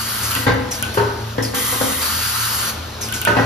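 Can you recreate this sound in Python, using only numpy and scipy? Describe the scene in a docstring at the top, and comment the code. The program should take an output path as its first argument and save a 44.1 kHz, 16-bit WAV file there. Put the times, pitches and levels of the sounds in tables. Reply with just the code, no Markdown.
"""Workshop, close to a pneumatic parts feeder. Air jets hiss through resonant nozzles; valves vent
with a puff and a whistle that falls with the pressure. Small steel parts tick and ring a bracket.
The cylinder hits its end stops, rebounds and booms through the frame. Motors hum behind.
The room reverberates; stereo width, balance and left-right phase vary with frequency."""
import sys
import numpy as np
from scipy import signal
from scipy.fft import rfft, irfft, next_fast_len
from scipy.io import wavfile
from scipy.ndimage import uniform_filter1d, map_coordinates

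SR = 44100
rng = np.random.default_rng(int(sys.argv[2]) if len(sys.argv) > 2 else 0)


def generate_wav(signal):
    """Clip the signal to [-1, 1] and save it as 16-bit WAV at the path in sys.argv[1]."""
    frames = np.transpose(np.atleast_2d(signal))
    scaled = np.clip(frames, -1, 1) * 32767
    pcm = np.round(scaled).astype(np.int16)
    wavfile.write(sys.argv[1], SR, pcm)


N = 152145
T = np.arange(N) / SR
BLOW_RISE_S = 0.0025


def amp(db):
    return 10 ** (np.asarray(db) / 20)


def unit_rms(x):
    return x / np.sqrt(np.mean(x ** 2) + 1e-20)


def along(points, hz):
    """Interpolate (f/Hz, value) points on a log axis."""
    f, value = np.transpose(points)
    return np.interp(np.log(hz + 1), np.log(f + 1), value)


def wobble(rate_hz):
    """Smooth random curve with knots at rate_hz."""
    return map_coordinates(rng.standard_normal(int(N * rate_hz / SR) + 4), [T * rate_hz])


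def filtered(x, response):
    """Apply response(f/Hz) to x."""
    size = next_fast_len(N + SR // 2)
    return irfft(rfft(x, size) * response(np.fft.rfftfreq(size, 1 / SR)), size)[..., :N]


def band(hz, width_hz, shape=(2, N)):
    """Strands of Gaussian-band noise, rms 1."""
    return unit_rms(filtered(rng.standard_normal(shape), lambda f: np.exp(-((f - hz) / width_hz) ** 2)))


def rush(spectrum, patchy_db, peaks=(), width_hz=1):
    """Two independent strands of coloured noise with patches of random gain, rms 1."""
    bins = signal.stft(rng.standard_normal((2, N)), nperseg=512)[2]
    patches = uniform_filter1d(rng.standard_normal(bins.shape[1:]), size=5, axis=0)
    patches = unit_rms(uniform_filter1d(patches, size=8, axis=1))
    noise = signal.istft(bins * amp(patchy_db * patches), nperseg=512)[1][:, :N]
    boost_db = lambda f: sum(db / (1 + (2 * (f - hz) / width_hz) ** 2) for hz, db in peaks)
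    return unit_rms(filtered(noise, lambda f: amp(along(spectrum, f) + boost_db(f))))


def decay(start_s, t60_s, rise_s=0.00063):
    """Envelope: fast rise, exponential fall."""
    t = np.maximum(T - start_s, 0)
    return (1 - np.exp(-t / rise_s)) * amp(-60 * t / t60_s)


def add(out, start_s, x):
    part = out[:, round(start_s * SR):][:, :x.shape[1]]
    part += x[:, :part.shape[1]]


def motors():
    """Wavering motor hum over the noise of other machines."""
    # hum tones: f/Hz, level/dB
    tones = [(80.7, -41.5), (113.0, -39.5), (220.7, -46.5)]
    # machine noise: f/Hz, level/dB
    spectrum = [(60, -0.5), (200, -4.5), (600, -7), (1500, -7.5), (2000, -15.5), (4200, -12), (7000, -20.5),
                (16000, -28.5)]
    hum = sum(amp(db + 6 + 3.8 * wobble(12)) * np.sin(2 * np.pi * hz * T + 0.71 * wobble(9.8))
              for hz, db in tones)
    return hum * [[1], [0]] + amp(-31.5 + 1.5 * wobble(4.53)) * rush(spectrum, patchy_db=1.5)


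def air_jets():
    """Each jet opens, fades and shuts, coloured by its nozzle's resonances."""
    # jets: on/s, off/s, level/dB, drift until off/dB, nozzle index
    jets = [(-.1, 0.303, -23, -0.5, 1), (0.306, 0.446, -22, -4.5, 1), (0.938, 1.026, -26, -16, 0),
            (1.542, 2.026, -20, -3, 0), (2.012, 2.7, -20, -1, 1)]
    # air hiss: f/Hz, level/dB
    spectrum = [(300, -65), (900, -4), (2500, -4.5), (10000, 2.5), (16000, -2.5)]
    # resonances per nozzle: f/Hz, boost/dB
    nozzles = [
        [(1170, 13.5), (1990, 9), (3150, 7), (3670, 5.5), (9500, 5)],
        [(1360, 13), (3020, 4), (4550, 7.5)],
    ]
    rise_s, fall_s, widths_hz = 0.006, 0.021, (320, 820)
    gates = np.zeros((2, N))
    for on_s, off_s, db, drift_db, nozzle in jets:
        opening = np.clip(np.minimum((T - on_s) / rise_s, (off_s - T) / fall_s + 1), 0, 1)
        progress = np.clip((T - on_s) / (off_s - on_s), 0, 1)
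        gates[int(nozzle)] += amp(db + drift_db * progress) * opening
    return sum(gate * amp(0.68 * wobble(22.5)) * rush(spectrum, 1.5, peaks, width_hz)
               for gate, peaks, width_hz in zip(gates, nozzles, widths_hz))


def valve_vents():
    """A puff of air and a breathy whistle that falls as the pressure drops."""
    # vents: t/s, puff/dB, whistle/dB, start pitch/Hz
    vents = [(.228, -23, -29, 7100), (0.709, -23.5, -22, 6660), (1.423, -25.5, -21.5, 5790),
             (3.010, -24.5, -22.5, 6790), (3.135, -24.5, -27, 7100)]
    # puff: f/Hz, level/dB
    spectrum = [(1500, -2.5), (5500, -0.5), (8000, 4), (12000, -3.5), (16000, -14)]
    end_hz, glide_s, flutter_db = 4200, 0.035, 3
    out = np.zeros((2, N))
    puff = rush(spectrum, patchy_db=1.5)
    breath = band(0, width_hz=500, shape=(2, 2, N))
    for start_s, puff_db, whistle_db, start_hz in vents:
        hz = end_hz + (start_hz - end_hz) * np.exp(-np.maximum(T - start_s, 0) / glide_s)
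        phase = 2 * np.pi * np.cumsum(hz) / SR
        whistle = breath[0] * np.cos(phase) + breath[1] * np.sin(phase)
        whistle *= amp(flutter_db * wobble(160))
        out += amp(whistle_db) * whistle * decay(start_s, t60_s=0.18, rise_s=0.0045)
        out += amp(puff_db) * puff * decay(start_s, t60_s=0.43, rise_s=0.0019)
    return out


def part_ticks():
    """Steel parts strike: crack, bright ping, dry clink and a bracket's longer, rough ring."""
    # ticks: t/s, level/dB, ping/Hz, bracket/dB
    ticks = [(0.3166, -11, 13200, -36), (0.351, -9, 8400, -30), (0.5407, -24, 12200, -56),
             (0.788, -19, 15000, -42), (0.8259, -7, 9200, -23.5), (3.087, -17.5, 9400, -28),
             (3.1250, -9, 9260, -30.5), (3.216, -10.5, 14300, -40), (3.2508, -4.5, 8430, -26)]
    crack_t60_s, ping_t60_s = 0.009, 0.008
    out, t = np.zeros((2, N)), T[:SR // 10]
    clink, bracket = band(hz=2860, width_hz=750), band(hz=1499, width_hz=65)
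    for start_s, db, ping_hz, bracket_db in ticks:
        crack = np.diff(rng.standard_normal((2, len(t) + 1))) * amp(-60 * t / crack_t60_s)
        ping = np.sin(2 * np.pi * ping_hz * t) * amp(-60 * t / ping_t60_s) * [[1], [0]]
        add(out, start_s, amp(db) * (0.6 * crack + 0.7 * ping))
        out += amp(db - 16.5) * clink * decay(start_s, t60_s=0.16)
        out += amp(bracket_db) * bracket * decay(start_s, t60_s=0.28)
    return out


def stop_ring(modes, t60_s, tilt_db):
    """One blow on an end stop; loose parts make each mode beat and its phase wander."""
    t, hold = T[:SR // 2], 50  # hold: samples per wander step
    steps = rng.standard_normal((len(modes), 2, len(t) // hold))
    walks_rad = 0.03 * np.sqrt(hold) * np.cumsum(steps, axis=2).repeat(hold, axis=2)
    out = 0
    for walk_rad, (hz, db) in zip(walks_rad, modes):
        level_db = db + tilt_db * abs(np.log2(hz / 450)) + 2.3 * rng.standard_normal((2, 1))
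        loss_db = 60 * t / t60_s * (hz / 300) ** 0.084  # high modes die sooner
        beat_hz = 24 * (0.5 + rng.random((2, 1)))
        beat = 1 + 0.6 * np.cos(2 * np.pi * beat_hz * t)
        wander_rad = np.sqrt(hz / 900) * uniform_filter1d(walk_rad, size=hold)
        tone = np.sin(2 * np.pi * hz * t + [[0], [np.pi / 2]] + wander_rad)
        out += amp(level_db - loss_db) * beat * tone
    return out * (1 - np.exp(-t / BLOW_RISE_S)) * (1 - (t / t[-1]) ** 2)


def cylinder_clunks():
    """Blow and rebound ring an end stop; a dull thud dies with it and the frame booms."""
    # clunks: t/s, level/dB, tilt/(dB per octave away from 450 Hz), stop (floored), t60/s, boom/dB
    clunks = [(0.361, -32.5, 7, 0, 0.36, -22), (0.4643, -15.5, 3, 0, .4, -10.5),
              (.972, -15, -0.5, 1, 0.39, -16), (1.38, -13.5, -4.5, 0, 0.21, -24),
              (1.535, -25.5, -0.5, 0.97, 0.34, -31), (1.725, -27, 1, 0.12, 0.22, -30),
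              (1.809, -10.5, -8, 0.99, 0.21, -17), (3.005, -24, -26, 1, 0.13, -43),
              (3.270, -15, 2.5, 1.5, 0.35, -14.5), (3.3649, -17.5, 3.5, 0, 0.42, -13)]
    # modes per end stop: f/Hz, level/dB
    stops = [
        [(265, -2.5), (495, -1), (813, -6), (1017, -6.5), (1572, -9.5), (1936, -10.5)],
        [(253, -12), (370, -8), (408, -3), (484, -12), (590, -8), (925, -1.5), (1265, -7.5), (1500, -1)],
    ]
    # thud: f/Hz, level/dB
    spectrum = [(60, 2), (150, 8.5), (450, 6), (1600, 5), (2300, -3.5), (4000, -8), (16000, -33)]
    rebound_s, rebound_db, boom_hz = 0.031, -6.5, 113.4
    out, thud = np.zeros((2, N)), rush(spectrum, patchy_db=3.5)
    for start_s, db, tilt_db, stop, t60_s, boom_db in clunks:
        modes = stops[int(stop)]
        add(out, start_s, amp(db) * stop_ring(modes, t60_s, tilt_db))
        add(out, start_s + rebound_s, amp(db + rebound_db) * stop_ring(modes, t60_s, tilt_db))
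        out += amp(db - 1 + tilt_db) * thud * decay(start_s, t60_s, BLOW_RISE_S)
        boom = np.sin(2 * np.pi * boom_hz * (T - start_s))
        out[0] += amp(boom_db) * boom * decay(start_s, t60_s=0.36, rise_s=0.0067)
    return out


def reverb(x):
    """Workshop reverberation; the treble dies first."""
    decay_times = [(150, 1), (1500, 0.9), (14000, 0.31)]  # f/Hz, t60/s
    hz, t, bins = signal.stft(rng.standard_normal((2, SR)), SR, nperseg=256)
    tail = signal.istft(bins * amp(-60 * t / along(decay_times, hz)[:, None]), SR, nperseg=256)[1]
    delayed = np.pad(x, ((0, 0), (300, 0)))
    return signal.fftconvolve(delayed, tail / np.linalg.norm(tail[0]), axes=1)[:, :N]


def scene():
    """Feeder, room and motors in two strands: mid and side."""
    feeder = air_jets() + valve_vents() + part_ticks() + cylinder_clunks()
    return feeder + amp(-7) * reverb(feeder) + motors()


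def record(dry):
    """Stereo image whose width, balance and left-right phase vary with frequency."""
    # left-right likeness: f/Hz, coherence
    coherence = [(100, 0.97), (300, 0.67), (1400, 0.34), (2000, 0.55), (4800, 0.14), (7000, 1), (16000, 1)]
    # balance: f/Hz, left over right/dB
    balance = [(250, 0.5), (600, 3), (1500, -1.5), (2200, 3), (5000, 2), (8000, 0.5)]
    # right channel's phase lead: f/Hz, lead/half turns
    lead = [(0, 0), (800, -.2), (2000, 0), (4000, -.3), (8250, 1), (12000, 2), (15700, 3)]
    low_hz, top_hz = 51, 15800

    def mid_side_gains(f):
        angle = np.arccos(np.clip(along(coherence, f), 0, 1)) / 2
        return np.array([np.cos(angle), np.sin(angle)])

    def channel_gains(f):
        lead_rad = np.pi * np.interp(f, *np.transpose(lead))
        left = amp(along(balance, f) / 2) * np.exp(-0.5j * lead_rad)
        passband = (f < top_hz) / np.sqrt(1 + (low_hz / (f + 1)) ** 8)
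        return np.array([left, 1 / left]) * passband

    mid, side = filtered(dry, mid_side_gains)
    return filtered(np.array([mid + side, mid - side]), channel_gains)


dry = scene()
out = record(dry)
generate_wav(out)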